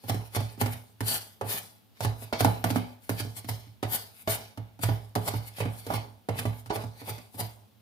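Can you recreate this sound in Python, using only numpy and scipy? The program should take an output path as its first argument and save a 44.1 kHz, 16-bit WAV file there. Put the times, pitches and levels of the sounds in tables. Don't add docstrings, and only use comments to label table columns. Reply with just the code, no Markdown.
import sys
import numpy as np
from scipy import signal
from scipy.fft import rfft, irfft, next_fast_len
from scipy.io import wavfile

SR = 44100
rng = np.random.default_rng(int(sys.argv[2]) if len(sys.argv) > 2 else 0)


def amplitude_ratio(level_db):
    exponent = np.asarray(level_db, float) / 20
    return 10 ** exponent


def dump_mix(stems):
    frames = np.atleast_2d(stems).T
    limited = np.clip(frames, -1, 1)
    pcm = np.round(limited * 32767).astype(np.int16)
    wavfile.write(sys.argv[1], SR, pcm)


N = 344421


def rms_one(x):
    return x / np.sqrt(np.mean(x ** 2) + 1e-20)


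def shaped(x, points):
    size = next_fast_len(N + 8192)
    hz, db = np.transpose(points)
    log_hz = np.log(np.linspace(1, SR / 2, 2049))
    log_gain = np.interp(log_hz, np.log(np.maximum(hz, 1)), db) * np.log(10) / 20
    cepstrum = irfft(log_gain)
    cepstrum[1:2048] *= 2
    cepstrum[2049:] = 0
    response = irfft(np.exp(rfft(cepstrum)))
    return irfft(rfft(x, size) * rfft(response, size), size)[..., :N]


def band(x, low_hz, high_hz):
    return signal.sosfilt(signal.butter(2, [low_hz, high_hz], "band", fs=SR, output="sos"), x)


def ring(force, hz, t60_s):
    r, w = amplitude_ratio(-60 / (t60_s * SR)), 2 * np.pi * hz / SR
    return signal.lfilter([0, np.sin(w)], [1, -2 * r * np.cos(w), r * r], force + 1e-18)


def grains(per_s, spread_db):
    sizes = amplitude_ratio(spread_db * np.minimum(rng.exponential(1, N), 4)) * rng.standard_normal(N)
    return rms_one(sizes * (rng.random(N) < per_s / SR))


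def drift(knots_per_s):
    knots = rng.standard_normal(int(N / SR * knots_per_s) + 2)
    return np.interp(np.arange(N) / SR * knots_per_s, np.arange(len(knots)), knots)


# start_s, knock_db, thump_db, flex_db, crack_db
BLOWS = [(0.038, -42.5, -40, -44, -56.5), (0.082, -36, -52, -43, -46), (0.096, -22.5, -24.5, -30.5, -30),
         (0.144, -31.5, -27.5, -29, -43.5), (0.349, -29.5, -65, -46, -37), (0.365, -24, -23, -52, -42),
         (0.404, -31.5, -27.5, -32, -41), (0.577, -45, -42, -39, -60), (0.605, -35.5, -58, -61, -52),
         (0.613, -19, -22.5, -26, -29.5), (0.66, -30.5, -29, -31.5, -35), (0.74, -50, -39, -58, -58),
         (0.775, -66, -43.5, -69, -72), (1.006, -26.5, -27.5, -30, -35), (1.411, -25, -34, -63, -42.5),
         (1.44, -38, -34, -49, -73), (2.006, -25.5, -30.5, -45, -36.5), (2.048, -24, -22, -32.5, -33),
         (2.221, -37, -41.5, -58, -52), (2.326, -19, -40, -39, -40), (2.406, -17.5, -22, -24.5, -25.5),
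         (2.447, -15, -19, -16.5, -28.5), (2.641, -19, -26, -19.5, -30), (2.703, -24, -27, -20.5, -34),
         (2.759, -21.5, -29.5, -18, -36), (3.093, -24.5, -28, -25.5, -34),
         (3.202, -32, -30.5, -35.5, -34.5), (3.25, -41, -33.5, -36, -69), (3.367, -45, -44.5, -50, -60),
         (3.445, -47, -39.5, -40, -48.5), (3.489, -30, -28.5, -39, -36.5), (3.669, -59, -44.5, -51.5, -69),
         (3.829, -20, -28.5, -40, -37.5), (4.275, -17.5, -30, -48, -38.5),
         (4.574, -34, -32.5, -35.5, -51.5), (4.791, -44, -41, -41.5, -56), (4.835, -21, -21.5, -47, -31.5),
         (4.888, -25, -21.5, -28.5, -52), (5.153, -26.5, -44, -35, -30.5), (5.159, -23.5, -27, -24, -60),
         (5.279, -26.5, -34, -62, -33.5), (5.337, -28, -25.5, -31.5, -49.5), (5.584, -38, -38, -57, -47),
         (5.603, -21, -26, -36, -38.5), (5.653, -26.5, -27, -31, -51), (5.866, -34.5, -37, -37, -42.5),
         (5.902, -22, -50, -28.5, -51), (5.938, -28.5, -27.5, -71, -38), (6.287, -22.5, -27.5, -31, -40),
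         (6.355, -39.5, -36, -41, -65), (6.39, -27.5, -35, -40, -34.5), (6.453, -24.5, -23.5, -26, -45.5),
         (6.66, -47, -41, -51, -50), (6.703, -22, -47, -53, -61), (6.758, -28, -33, -51, -38),
         (6.838, -35.5, -32.5, -38.5, -50), (7.016, -38, -44, -42.5, -58.5), (7.093, -34, -34, -62, -41),
         (7.181, -43.5, -70, -47.5, -48.5), (7.342, -46, -44, -44.5, -63), (7.406, -28.5, -31.5, -48, -43)]
USUAL_CRACK_DB, USUAL_THUMP_DB = -14.5, -1
TILT_PER_CRACK, TILT_PER_THUMP = 0.34, -0.2
LANDING_S, LANDING_DB_PER_CRACK_DB = 0.02795, -.3


def landings():
    blows = np.array(BLOWS)
    clean_db = blows[:, 4] - blows[:, 1] - USUAL_CRACK_DB
    heavy_db = blows[:, 2] - blows[:, 1] - USUAL_THUMP_DB
    tilt = TILT_PER_CRACK * clean_db + TILT_PER_THUMP * heavy_db
    landing_s = LANDING_S * amplitude_ratio(LANDING_DB_PER_CRACK_DB * clean_db)
    return np.column_stack([blows, tilt, landing_s])


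def bursts(level_db, t60_s):
    out, age_s = np.zeros(N), np.arange(SR // 4) / SR
    for row, db, time_s in zip(BLOWS, level_db, np.broadcast_to(t60_s, len(BLOWS))):
        at = round(row[0] * SR)
        out[at:at + len(age_s)] += amplitude_ratio(db - 60 * age_s / np.clip(time_s, .004, .3))[:N - at]
    return out


# pitch_hz, level_db, t60_s
KNOCK = [(331, -8, 0.14), (423.6, -4.5, 0.2), (470.5, -3, 0.13), (540, -5.5, .05), (600, -5.5, 0.081),
         (659, -2.5, 0.075), (700, -3, 0.06), (784, 8, 0.024), (830, 1.5, 0.077), (925, -11.5, 0.027),
         (973, -5.5, 0.033), (1158, -6, 0.068), (1256, -4.5, 0.012), (1280, -13.5, 0.015),
         (1515, -20, 0.031), (2000, -13, 0.027), (2150, -23.5, 0.022)]
# pitch_hz, level_db, t60_s
FLEX = [(177.6, -7.5, 0.28), (249, -0.5, 0.23), (292.8, 0.5, 0.12)]
DRAG_HZ, DRAG_DB_PER_OCTAVE = 810, -4.5


def board(drag_db):
    blows = landings()
    at = np.round(blows[:, 0] * SR).astype(int)
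    knock_db, flex_db, tilt, landing_s = blows[:, 1], blows[:, 3], blows[:, 5], blows[:, 6]
    rough = rng.standard_normal(N) * bursts(knock_db - 33, landing_s)
    drag = amplitude_ratio(drag_db - 36) * grains(1500, spread_db=1.0)
    chance = rng.normal(0, 1, (len(at), len(KNOCK + FLEX)))
    sign = rng.choice([-1, 1], chance.shape)
    delay = (rng.random(chance.shape) ** 2 * 0.193 * landing_s[:, None] * SR).astype(int)
    blow_now = np.maximum(np.searchsorted(at, np.arange(N), "right") - 1, 0)
    out = np.zeros(N)
    for k, (hz, db, t60_s) in enumerate(KNOCK):
        colour = amplitude_ratio(tilt * np.log2(hz / 650) + 2.7 * chance[:, k])
        drag_gain = amplitude_ratio(2.5 + DRAG_DB_PER_OCTAVE * abs(np.log2(hz / DRAG_HZ)))
        force = rough * colour[blow_now] + drag * drag_gain
        force[at + delay[:, k]] += sign[:, k] * colour * amplitude_ratio(knock_db - 17.0)
        out += amplitude_ratio(db) * ring(force, hz, t60_s)
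    for k, (hz, db, t60_s) in enumerate(FLEX, len(KNOCK)):
        force = amplitude_ratio(-7.5) * drag
        force[at] += sign[:, k] * amplitude_ratio(flex_db - 4.0 + 1.9 * chance[:, k])
        out += amplitude_ratio(db) * ring(force, hz, t60_s)
    return out


# pitch_hz, level_db, t60_s
THUMP = [(104.47, -10.5, 0.65), (109.22, 6, 0.3), (118.2, -3, 0.047), (66, -13, 0.46), (145.6, -10, 0.25)]


def thump(settle_s=0.024, grip_s=0.0009):
    out, age_s = np.zeros(N), np.arange(SR // 2) / SR
    tone = sum(amplitude_ratio(db - 60 * age_s / t60_s) * np.sin(2 * np.pi * hz * age_s) for hz, db, t60_s in THUMP)
    tone = tone * (1 - np.exp(-age_s / settle_s))
    for (start_s, _, db, *_), (later_s, _, later_db, *_) in zip(BLOWS, BLOWS[1:] + [(99, 0, -99)]):
        held = np.clip(amplitude_ratio(db - later_db - 37.5), 0, 1)
        fade = held + (1 - held) * np.exp(-np.maximum(age_s - (later_s - start_s), 0) / grip_s)
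        at = round(start_s * SR)
        out[at:at + len(age_s)] += (amplitude_ratio(db + 1.0) * tone * fade)[:N - at]
    return out


# pitch_hz, gain_db
CRACK = [(710, -25), (1200, -3), (3550, -13), (4670, -12.5), (7910, -17.5), (9130, -14.5), (15100, -23),
         (15800, -57.5), (16500, -32)]
# pitch_hz, level_db, t60_s
BLADE_RING = [(3980, -52, 0.4)]


def crack():
    blows = landings()
    crack_db, landing_s = blows[:, 4], blows[:, 6]
    rough = grains(9000, spread_db=4.0) + 1.3 * rng.standard_normal((2, N))
    snap_and_splash = bursts(crack_db + 3, landing_s) + bursts(crack_db - 12, 0.055)
    snap = rms_one(shaped(rough, CRACK)) * snap_and_splash
    return snap + sum(amplitude_ratio(db) * ring(snap, hz, t60_s) for hz, db, t60_s in BLADE_RING)


# full_speed_s, hiss_db, rasp_db, swell_s, hold_s
STROKES = [(0.047, -58, -61, 0.093, 0.018), (0.258, -54, -59.5, .05, 0.018), (0.518, -58, -69, .04, 0.0091),
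           (2.329, -61, -37, 0.0028, 0.0075), (3.827, -63, -44, 0.0017, 0.0039),
           (4.275, -58, -38, 0.0027, 0.0062), (5.567, -54, -56, .01, 0.0077), (6.666, -62, -61, .02, .01),
           (6.698, -66, -41, .003, 0.0094), (6.817, -58, -51, 0.035, .01), (7.495, -65, -71, 0.02, 0.0055),
           (2.54, -64, -56, 0.022, .005), (0.091, -36, -37, 0.022, .001),
           (0.36, -34.5, -35.5, 0.038, 0.0012), (0.609, -34.5, -40.5, 0.02, 0.0079),
           (0.731, -40, -48, 0.039, 0.0013), (1.081, -29, -36, .05, 0.085),
           (1.501, -32.5, -39.5, 0.054, 0.085), (1.973, -67, -63, 0.042, .001),
           (2.039, -38.5, -38.5, 0.043, 0.00086), (2.236, -44, -51, 0.087, 0.0016),
           (2.4, -37, -36, 0.023, .001), (2.446, -31, -42, 0.0084, .001),
           (2.704, -37.5, -39.5, 0.045, .001), (2.756, -44, -48, 0.042, 0.023),
           (3.041, -56, -64.5, 0.045, 0.043), (3.094, -35, -44, 0.0036, .001),
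           (3.2, -36.5, -37.5, 0.035, 0.0011), (3.368, -43, -48.5, 0.027, 0.023),
           (3.492, -34.5, -37, 0.02, 0.00085), (3.928, -28.5, -35.5, 0.044, 0.03),
           (4.222, -51.5, -62, 0.16, 0.0012), (4.299, -34, -38.5, 0.027, 0.056),
           (4.832, -30, -38, .02, 0.0017), (4.89, -58, -46.5, 0.045, .001),
           (5.286, -34, -37.5, 0.059, .001), (5.365, -46, -51, 0.044, .001),
           (5.481, -45.5, -54, 0.055, 0.0009), (5.588, -46, -49.5, 0.072, 0.028),
           (5.799, -50, -57, 0.18, .001), (5.961, -42, -43.5, 0.17, 0.00086),
           (6.393, -38, -41, .045, 0.0011), (6.585, -56, -62, 0.29, 0.025),
           (6.751, -38.5, -47, 0.033, .001), (7.011, -54.5, -54.5, 0.095, .001),
           (7.102, -39.5, -44, 0.067, 0.0011), (7.352, -50.5, -56.5, 0.054, .001),
           (7.403, -34, -41, 0.034, .001)]
# full_pressure_s, drag_db, swell_s, hold_s
PRESSES = [(1.458, -43, .03, 0.13), (2.039, -34.5, .03, .005), (3.942, -46.5, 0.036, 0.017),
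           (5.277, -31.5, 0.034, .01), (5.925, -31, 0.067, 0.024), (6.72, -36, 0.022, 0.092),
           (7.081, -36.5, 0.027, 0.027), (7.394, -38.5, 0.034, .015)]
# hiss_db, high_rasp_db, low_rasp_db, drag_db
STROKE_DB = [-1.5, -0.5, -1.5, -2.5]
# hiss_db, high_rasp_db, low_rasp_db, drag_db
STROKE_SETTLE_DB = [-13.5, -7, -12, -8.5]
# hiss_db, high_rasp_db, low_rasp_db, drag_db
SQUASH_DB = [-12.5, -20.5, -23, -8]
# hiss_db, high_rasp_db, low_rasp_db, drag_db
SQUASH_SETTLE_DB = [-7.5, -5.5, -6, -8]
SWELL_DB, SAG_DB_PER_S = 24.5, 54.5
STOP_S, STOP_S_PER_HOLD_S = 0.017, 0.17
SQUASH_DB_PER_S, SETTLE_DB_PER_S = 593.5, 119.5
SETTLE_DB_PER_HOLD_S = 105


def strokes():
    step = 16
    time_s = np.arange(0, N + step, step) / SR
    power = np.full((4, len(time_s)), 1e-11)

    def add(levels_db, age_s, moving_db, settle_db):
        falling_db = np.array(settle_db)[:, None] - SETTLE_DB_PER_S * age_s
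        settling_db = np.where(age_s > 0, falling_db, -200)
        level_db = np.array(levels_db)[:, None] + np.maximum(moving_db, settling_db)
        power[:] += 10 ** (level_db / 10)

    moves = [(start_s, np.add([hiss_db, rasp_db, rasp_db, rasp_db], STROKE_DB), swell_s, hold_s)
             for start_s, hiss_db, rasp_db, swell_s, hold_s in STROKES]
    moves += [(start_s, [-200, -200, -200, drag_db], swell_s, hold_s)
              for start_s, drag_db, swell_s, hold_s in PRESSES]
    for full_s, levels_db, swell_s, hold_s in moves:
        age_s = time_s - full_s
        swell_db = SWELL_DB * np.minimum(age_s, 0) / max(swell_s, .002)
        sag_db = SAG_DB_PER_S * np.clip(age_s, 0, hold_s)
        stop_db = 20 * np.maximum(age_s - hold_s, 0) / (STOP_S + STOP_S_PER_HOLD_S * hold_s)
        settle_db = np.add(STROKE_SETTLE_DB, SETTLE_DB_PER_HOLD_S * hold_s)
        add(levels_db, age_s, swell_db - sag_db - stop_db, settle_db)
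    for start_s, knock_db, _, _, crack_db in BLOWS:
        age_s = time_s - start_s
        levels_db = np.add([crack_db, crack_db, knock_db, knock_db], SQUASH_DB)
        add(levels_db, age_s, np.where(age_s > 0, -SQUASH_DB_PER_S * age_s, -200), SQUASH_SETTLE_DB)
    return [np.interp(np.arange(N) / SR, time_s, 10 * np.log10(p)) for p in power]


# pitch_hz, gain_db
HISS = [(3240, -26), (5500, -28), (6800, -6.5), (8910, -4), (13200, 2.5), (15500, -1.5), (16300, -32.5),
        (16500, -70)]
# pitch_hz, width_hz, gain_db
BLADE = [(1890, 110, -4.5), (2290, 1300, 3.5), (2650, 310, -11), (4350, 64, -3), (4530, 440, 4),
         (5600, 140, 0.5), (8100, 1700, 2.5), (9170, 170, 7), (9940, 110, 2.5), (11450, 120, -12.5),
         (13520, 2100, -5.5)]


def blade(hiss_db, high_db, low_db):
    def friction(per_s):
        return grains(per_s, spread_db=4.) + .9 * rng.standard_normal((2, N))

    plain = amplitude_ratio(hiss_db) * rms_one(shaped(friction(11000), HISS))
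    plain += amplitude_ratio(high_db - 3.5) * rms_one(band(friction(4400), 2870, 5940))
    plain += amplitude_ratio(low_db) * rms_one(band(friction(1700), 1300, 3400))
    starts_s = np.sort([full_s - swell_s for full_s, _, _, swell_s, _ in STROKES])
    stroke_now = np.searchsorted(starts_s, np.arange(N) / SR)
    path_db = 2.505 * rng.standard_normal(len(starts_s) + 1)[stroke_now]
    lag = SR * 0.0011 * amplitude_ratio(path_db + 0.33 * drift(9))
    plain += 0.4 * np.array([np.interp(np.arange(N) - lag, np.arange(N), side) for side in plain])
    plain *= amplitude_ratio(-2.0 + 1.3 * drift(60))
    plain = signal.sosfilt(signal.cheby2(10, 40, 15950, fs=SR, output="sos"), plain)
    out = plain.copy()
    for hz, width_hz, db in BLADE:
        r = np.exp(-np.pi * width_hz / SR)
        poles = [1, -2 * r * np.cos(2 * np.pi * hz / SR), r * r]
        peak = signal.lfilter(np.array([1, 0, -1]) * (1 - r * r) / 2, poles, plain)
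        out += (amplitude_ratio(db + 3.57 * drift(11)) - 1) * peak
    return out


# pitch_hz, left_minus_right_db
LEFT_COLOUR = [(60, -2), (150, -8), (380, -2), (950, -10), (2380, 2.5), (5980, 3.5), (15000, 19)]
RIGHT_LAG_SAMPLES = 7


def close_pair(chopping):
    left = shaped(chopping[0], [(hz, db / 2) for hz, db in LEFT_COLOUR])
    late = np.roll(chopping[1], RIGHT_LAG_SAMPLES)
    right = shaped(late, [(hz, -db / 2) for hz, db in LEFT_COLOUR])
    return np.array([left, right])


# delay_s, level_db
ECHOES = [(.0011, -20.5), (.0008, -23.5), (.0023, -5.5), (.0031, -13), (.0047, -19), (.0058, 1.5)]
BASS_T60_S, WALL_CUT_HZ, TAIL_DB = 0.36, 3020, -13


def kitchen(x):
    size = next_fast_len(N + SR)
    w = np.linspace(0, np.pi, size // 2 + 1)
    dull = 1 / (1 + 1j * w * SR / (2 * np.pi * WALL_CUT_HZ)) ** .5
    first, tail = np.zeros((2, 2, len(w)), complex)
    for k, (delay_s, db) in enumerate(ECHOES):
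        first[k % 2] += amplitude_ratio(db) * np.exp(-1j * w * round(delay_s * SR))
    for k, lag in enumerate(rng.uniform(0.0097, 0.033, 16) * SR):
        loop = amplitude_ratio(-60 * lag / SR / BASS_T60_S) * dull * np.exp(-1j * w * round(lag))
        tail[k % 2] += (-1) ** (k // 2) * loop / (1 - loop)
    first *= 1j * w / (1j * w + 2 * np.pi * 1500 / SR)
    tail *= amplitude_ratio(TAIL_DB) * 1j * w / (1j * w + 2 * np.pi * 500 / SR)
    return irfft(rfft(x, size) * (first + tail), size)[:, :N]


# pitch_hz, gain_db
AIR = [(18, -58.5), (30, -45), (107, 7), (139, -17), (206, -1), (248, -7), (323, -14.5), (858, -19),
       (1890, -27.5), (3480, -23.5), (7670, -35), (14800, -26), (16500, -43)]


def air(rms_db=-61):
    common, own = rng.standard_normal(N), rng.standard_normal((2, N))
    return amplitude_ratio(rms_db) * rms_one(shaped(0.62 * common + own, AIR))


def scene():
    hiss_db, high_db, low_db, drag_db = strokes()
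    chopping = board(drag_db) + thump() + crack() + blade(hiss_db, high_db, low_db)
    return close_pair(chopping) + kitchen(chopping) + air()


def roll_off(x):
    return signal.sosfilt(signal.butter(12, 16960, fs=SR, output="sos"), x)


def record(dry):
    mix = signal.sosfilt(signal.butter(3, 61, "high", fs=SR, output="sos"), dry)
    mix = .9 * np.tanh(mix / .9)
    mix = signal.sosfilt(signal.cheby2(12, 70, 16900, fs=SR, output="sos"), mix)
    return roll_off(mix)


dry = scene()
out = record(dry)
dump_mix(out)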